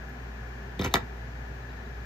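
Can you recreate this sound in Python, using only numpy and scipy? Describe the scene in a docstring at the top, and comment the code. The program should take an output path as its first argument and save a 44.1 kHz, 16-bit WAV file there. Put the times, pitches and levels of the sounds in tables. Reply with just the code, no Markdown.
"""In a small quiet room a plastic glue gun is put down on a mat-covered table: it touches, rocks and drops onto its stand.
Each contact is a push with a rough tail that excites decaying shell modes and an unpitched clack,
while the table modes give a thump dispersed by bending waves; filtered, decaying noise forms the echoes.
An appliance sounds throughout: wavering sines hum, shaped noise blows, narrow noise bands whistle.
Faint puffs of narrow hiss rustle near the end as the hand comes back."""
import sys
import numpy as np
from scipy import signal
from scipy.fft import rfft, irfft
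from scipy.io import wavfile

SR = 44100
rng = np.random.default_rng(int(sys.argv[2]) if len(sys.argv) > 2 else 0)


def unload_audio(sound):
    """Save the sound as a 16-bit wav file, at the path given as the first command line argument."""
    columns = np.transpose(np.atleast_2d(sound))
    # keep every value between -1 and 1, then stretch to whole-number steps
    steps = np.round(np.clip(columns, -1, 1) * 32767)
    wavfile.write(sys.argv[1], SR, steps.astype(np.int16))


N = 90404

# Contacts of the gun: [t/s, shell energy level/dB before stereo balance, shell slope/(dB per octave),
# chatter decay time/s, favoured f/Hz, relative thump level/dB, thump slope/(dB per octave)]
GUN_CONTACTS = [(0.09, -38, 6, 0.0043, 13000, -68, -22), (0.7930, -8.5, -2, 0.0057, 3700, -20.5, -2),
                (.8030, -17, -0.5, 0.012, 3100, -34.5, -5.5), (.8105, -13.5, -5, 0.006, 2000, -33.5, 3.5),
                (0.8138, -12.5, 0.5, 0.0047, 5870, -30, 1), (0.8215, -10, -1.5, 0.0022, 3570, -41, 0),
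                (.8320, -14, 0, 0.0069, 1410, -42.5, 3.5), (0.8403, -7, 1, 0.0086, 2800, -46, 2.5),
                (0.8452, -3.5, -2, 0.0077, 6250, -37, 6), (0.8483, -7.5, -3.5, 0.00081, 1000, -37.5, 5),
                (0.8533, -7.5, -4, 0.0041, 2370, -28, -8), (0.8600, -7, -2, 0.0068, 2440, -33, 7),
                (0.875, -15, 1, 0.0072, 2470, -51.5, 6), (0.911, -17.5, -0.5, 0.045, 3700, -41, -1),
                (0.9393, -0.5, 4, 0.0019, 6820, -29.5, 3), (0.9400, 1.5, 3, 0.00087, 3700, -25, -2.5),
                (0.9408, 6.5, -1, 0.0014, 1056, -29, 7), (.9432, -2.5, 0.5, 0.00081, 3700, -50, 6),
                (0.9476, -2, -8.5, 0.0032, 2230, -37, 4.5), (.9550, -5.5, 0.5, 0.0021, 4500, -43, 10),
                (0.9559, 0, -2, 0.0016, 1760, -37, 8), (0.9616, -10, 1, 0.0023, 1660, -38.5, 4.5),
                (0.9668, -6, -7, 0.0022, 1230, -36, 3), (.9760, -20, 0, .005, 2200, -37, 5)]
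# Modes of the hollow shell: [f/Hz, relative level/dB, 60 dB decay time/s]
SHELL_MODES = [(704, -1.5, 0.022), (954, 1.5, 0.015), (1329, 0, 0.018), (1680, -4.5, 0.018),
               (1924, -2.5, 0.021), (2311, -5, 0.027), (2650, -5, 0.013), (3004, -6.5, 0.016),
               (3250, -7.5, 0.01), (3700, -2, 0.0093), (4340, -8, 0.014), (4950, -6, 0.0066),
               (6460, -4, 0.0036), (7480, -8, 0.0055)]
# Modes of the table top: [f/Hz, relative level/dB, 60 dB decay time/s]
TABLE_MODES = [(70.6, -6, 0.098), (90.7, 0, 0.079), (137, -3.5, 0.088), (190, 0, 0.06), (270, 1.5, 0.031),
               (379.6, -4, 0.11), (502, -6.5, 0.071)]
# Unpitched clack of the contact: [f/Hz, relative level/dB]
CLACK_SPECTRUM = [(400, -14), (1000, -12), (2500, -12), (5000, 1), (8000, 9.5), (10000, 5.5), (12200, 14.5),
                  (16000, 3.5)]
# Stereo phase of the shell sound: [f/Hz, lead of left over right/rad]
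SHELL_PHASE_LEAD = [(0, 0), (900, -.5), (2200, -1.5), (2750, -2.7), (3450, 0), (4200, 0), (5500, 1.2),
                    (7500, 1.8), (9500, 3.1), (12000, 4.9), (14500, 6.3), (22000, 6.3)]
# Stereo balance of the direct knocks: [f/Hz, left minus right level/dB]
DIRECT_BALANCE = [(60, 0), (200, -.5), (380, -3), (700, 0), (1300, 3), (2400, 2.5), (4400, .5), (8000, 0)]
# Reverberation time of the room: [f/Hz, 60 dB decay time/s]
REVERB_TIME = [(100, 0.41), (1000, 0.17), (4000, 0.14), (12000, 0.1)]
# Width of the reflections: [f/Hz, side minus mid level/dB]
REVERB_WIDTH = [(100, -27), (300, -6.5), (800, 2), (5000, -1.5), (7500, -3.5), (9500, 11), (11000, 0),
                (13000, -9)]
# Rustles as the hand comes back: [t/s of peak, rms level/dB at peak]
HAND_RUSTLES = [(1.630, -65), (1.698, -65), (1.715, -68), (1.772, -66), (1.804, -64), (1.864, -64)]
# Motor tones: [mean f/Hz, rms level/dB before waver, waver spread/dB]
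MOTOR_TONES = [(58.26, -40.5, 1.26), (120.7, -54, 3), (186.2, -62, 1.5)]
# Whistles in the rush: [centre f/Hz, full width at half amplitude/Hz, rms level/dB averaged over
# the channels, left minus right level/dB]
WHISTLES = [(400, 15, -66.5, 18), (783.7, 11, -63, 0.5), (1437, 14, -65.5, 6.5), (1679, 13, -65.5, 16),
            (1743, 41, -62, 14), (2387, 200, -66.5, 5), (3440, 110, -89.5, -5)]
# Air noise common to both channels: [f/Hz, relative spectral level/dB]
AIR_COMMON = [(30, -33), (82, -21.5), (101, -8.5), (135, -8.5), (166, -18), (244, -13.5), (314, -25.5),
              (385, -17.5), (579, -26.5), (700, -23), (1200, -31.5), (1690, -22.5), (2170, -36),
              (2600, -36.5), (3200, -41), (6750, -46.5), (7730, -57), (8300, -79), (10500, -101.5),
              (11300, -58.5), (14000, -53), (15500, -54.5), (15900, -100)]
# Air noise opposed in the channels: [f/Hz, relative spectral level/dB]
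AIR_OPPOSED = [(24, -88.5), (40, -47.5), (124, -40.5), (202, -5.5), (222, -14), (264, -4), (464, -11),
               (721, -0.5), (1070, -6), (1620, -4), (1880, -3), (3910, -19), (8580, -25), (11800, -34),
               (14000, -80)]
# Stereo balance of the air noise: [f/Hz, left minus right level/dB]
AIR_STEREO = [(60, 7.5), (110, 0.5), (200, -1.5), (380, -1.5), (700, 4.5), (1290, 9), (2380, 4.5),
              (4400, 0.5), (8120, 0.0), (15000, 1.5)]

SPAN, LEAD_IN = 16384, 256  # samples per response, and kept ahead of each contact
SHELL_LOW_HZ, TABLE_LOW_HZ = 350, 55  # radiation falls steeply below these
SHELL_PIVOT_HZ, TABLE_PIVOT_HZ = 2660, 173  # the slopes turn about these
STRIKE_SPREAD_DB = 2  # uneven excitation of the modes
FAVOUR_DB, FAVOUR_OCTAVES = 10, 0.26  # lift near the pitch of the part that touches
CHATTER_S = 0.0022  # a contact that chatters this long is as much scrape as sharp push
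BEND_DELAY_S, BEND_POWER = 0.002985, 0.89  # delay at 100 Hz, and how it falls with pitch
ROOM_DB, ROOM_START_S = -11, 0.003
RUSTLE_HZ, RUSTLE_WIDTH_HZ, RUSTLE_S = 3930, 220, 0.009
HUM_WAVER_HZ, HUM_DETUNE = 8.0, 0.008  # detune is a fraction of the pitch
AIR_MID_DB, AIR_SIDE_DB = -45, -51  # rms before the stereo balance
CUTOFF_HZ = 16700
LEFT_RIGHT = np.array([[1], [-1]])  # opposite signs in the two channels


def from_db(db):
    """Decibel law: 20 dB is a factor of ten in amplitude."""
    return 10 ** (np.asarray(db) / 20)


def rms_one(x):
    """Normalisation to unit root-mean-square amplitude."""
    return x / np.sqrt(np.mean(x ** 2) + 1e-20)


def at_hz(points, hz):
    """Linear interpolation of a table over logarithmic frequency."""
    table = np.array(points)
    return np.interp(np.log(hz + 1), np.log(table[:, 0]), table[:, 1])


def both(x, balance):
    """Interchannel level difference: each frequency is shared between left and right."""
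    half_db = at_hz(balance, np.fft.rfftfreq(N, 1 / SR)) / 2
    return irfft(rfft(x) * from_db([half_db, -half_db]), N)


def gun():
    """Superposition of impacts: each contact radiates a shell knock and a dispersed table thump."""
    hz = np.fft.rfftfreq(SPAN, 1 / SR)
    clack = from_db(at_hz(CLACK_SPECTRUM, hz))
    table = body(TABLE_MODES) * bending_waves(hz)
    lead = np.exp(0.5j * np.interp(hz, *np.transpose(SHELL_PHASE_LEAD)) * LEFT_RIGHT)
    fade = np.clip(2 - 2 * np.arange(SPAN) / SPAN, 0, 1)  # over the second half
    out = np.zeros((2, N + SPAN))
    for s, db, slope_db, chatter_s, favour_hz, thump_db, thump_slope_db in GUN_CONTACTS:
        knock = shell_knock(hz, clack, chatter_s, favour_hz, slope_db)
        knock *= from_db(db) / np.linalg.norm(irfft(knock, SPAN))
        thump = from_db(thump_db) * table * tilt(hz, thump_slope_db, TABLE_PIVOT_HZ, TABLE_LOW_HZ)
        sound = irfft(knock * lead + thump, SPAN)
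        # The phase lead can put sound ahead of the contact, so room is left for it.
        start = int(s * SR) - LEAD_IN
        out[:, start:start + SPAN] += np.roll(sound, LEAD_IN, axis=1) * fade
    return both(out[:, :N], DIRECT_BALANCE)


def shell_knock(hz, clack, chatter_s, favour_hz, slope_db):
    """Linear response: the spectrum of the force times that of the shell and the clack."""
    uneven_db = rng.normal(0, STRIKE_SPREAD_DB, len(SHELL_MODES))
    modes = [(f, level + odd, t60) for (f, level, t60), odd in zip(SHELL_MODES, uneven_db)]
    octaves_off = np.log2((hz + 1) / favour_hz)
    favour = from_db(FAVOUR_DB * np.exp(-(octaves_off / FAVOUR_OCTAVES) ** 2))
    slope = tilt(hz, slope_db, SHELL_PIVOT_HZ, SHELL_LOW_HZ)
    return rfft(contact_force(chatter_s)) * (body(modes) + clack) * favour * slope


def contact_force(chatter_s):
    """Impulsive excitation followed by friction: a sharp push, then exponentially decaying noise."""
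    t = np.arange(SPAN) / SR
    push = t == 0
    decay = rms_one(np.exp(-t / chatter_s)) / np.sqrt(SPAN)
    return push + chatter_s / CHATTER_S * decay * rng.standard_normal(SPAN)


def body(modes):
    """Modal superposition: a struck body rings in decaying sines, here of alternating sign."""
    t, ring = np.arange(SPAN) / SR, 0
    for k, (hz, db, t60) in enumerate(modes):
        ring = ring + (-1) ** k * from_db(db - 60 * t / t60) * np.sin(2 * np.pi * hz * t)
    return rfft(ring)


def bending_waves(hz):
    """Dispersion: bending waves of low pitch arrive later, so the thump sweeps downward."""
    # The phase is the integral over frequency of the delay BEND_DELAY_S * (100 / hz) ** BEND_POWER.
    rest = 1 - BEND_POWER
    return np.exp(-2j * np.pi * BEND_DELAY_S * 100 ** BEND_POWER * hz ** rest / rest)


def tilt(hz, db_per_octave, pivot_hz, low_hz):
    """Causal power-law filter: a constant slope per octave, with a steep cut in the bass."""
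    s = 1j * (hz + 1) / low_hz
    slope = (s * low_hz / pivot_hz) ** (db_per_octave / (20 * np.log10(2)))
    bass_cut = (s * s / (s * s + np.sqrt(2) * s + 1)) ** 2
    return slope * bass_cut


def room(x):
    """Diffuse reverberation: dense reflections decay exponentially at a rate set by frequency band."""
    t, echo = np.arange(SPAN) / SR, 0
    white = rng.standard_normal((2, 2, SPAN)) * (t > ROOM_START_S)
    for k, hz in enumerate(62.5 * 2 ** np.arange(0, 8, 0.5)):  # half-octave bands, by lower edge
        band = signal.butter(2, [hz, np.sqrt(2) * hz], "band", fs=SR, output="sos")
        mid, side = signal.sosfilt(band, white[k % 2])  # neighbouring bands use different noise
        wide = from_db(at_hz(REVERB_WIDTH, 1.19 * hz))  # read at the band centre
        stereo = (mid + wide * side * LEFT_RIGHT) / np.sqrt(1 + wide ** 2)
        echo = echo + from_db(-60 * t / at_hz(REVERB_TIME, hz)) * stereo
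    echo = echo / np.linalg.norm(echo[0])
    return from_db(ROOM_DB) * signal.fftconvolve(x[None], echo, axes=1)[:, :N]


def rustle():
    """Amplitude modulation: Gaussian envelopes shape narrow-band noise into short puffs."""
    t = np.arange(N) / SR
    edges = [RUSTLE_HZ - RUSTLE_WIDTH_HZ / 2, RUSTLE_HZ + RUSTLE_WIDTH_HZ / 2]
    band = signal.butter(2, edges, "band", fs=SR, output="sos")
    hiss = rms_one(signal.sosfilt(band, rng.standard_normal(N)))
    puffs = sum(from_db(db) * np.exp(-((t - s) / RUSTLE_S) ** 2) for s, db in HAND_RUSTLES)
    return puffs * hiss


def hum():
    """Frequency and amplitude modulation: motor tones waver together in pitch, apart in level."""
    turns = np.cumsum(1 + HUM_DETUNE * drift(HUM_WAVER_HZ)) / SR
    out = 0
    for hz, db, waver_db in MOTOR_TONES:
        level = np.sqrt(2) * from_db(db + waver_db * drift(HUM_WAVER_HZ))
        out = out + level * np.sin(2 * np.pi * hz * turns)
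    return out


def drift(rate_hz):
    """Low-pass filtered chance: two equal poles smooth white noise to a waver of spread 1."""
    r = np.exp(-2 * np.pi * rate_hz / SR)
    smooth = signal.lfilter([1], [1, -2 * r, r * r], rng.standard_normal(N + SR))
    return rms_one(smooth[SR:])  # drop the filter's first second


def whine():
    """Resonance: narrow peaks select whistles from noise independent in the two channels."""
    hz, out = np.fft.rfftfreq(N, 1 / SR), 0
    for centre_hz, width_hz, db, pan_db in WHISTLES:
        resonance = 1 / (1 + (2 * (hz - centre_hz) / width_hz) ** 2)
        tone = irfft(rfft(rng.standard_normal((2, N))) * resonance, N)
        out = out + from_db(db + pan_db / 2 * LEFT_RIGHT) * rms_one(tone)
    return out


def air():
    """Broadband flow noise: the appliance's steady rush, as common and opposed channel parts."""
    mid = shaped_noise(AIR_COMMON, AIR_MID_DB)
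    side = shaped_noise(AIR_OPPOSED, AIR_SIDE_DB)
    return both(mid + side * LEFT_RIGHT, AIR_STEREO)


def shaped_noise(shape, db):
    """Spectral shaping: white noise is weighted by frequency and set to an rms level."""
    hz = np.fft.rfftfreq(N, 1 / SR)
    weight = from_db(at_hz(shape, hz)) * (hz > 25)
    return from_db(db) * rms_one(irfft(rfft(rng.standard_normal(N)) * weight, N))


def scene():
    """Linear superposition of the gun, its reflections, the rustles and the steady background."""
    knocks = gun()
    return knocks + room(knocks[0]) + rustle() + hum() + whine() + air()  # left knocks feed the room


def record(dry):
    """Low-pass filtering: the extreme treble is cut steeply."""
    return signal.sosfilt(signal.cheby2(12, 70, CUTOFF_HZ, fs=SR, output="sos"), dry)


dry = scene()
out = record(dry)
unload_audio(out)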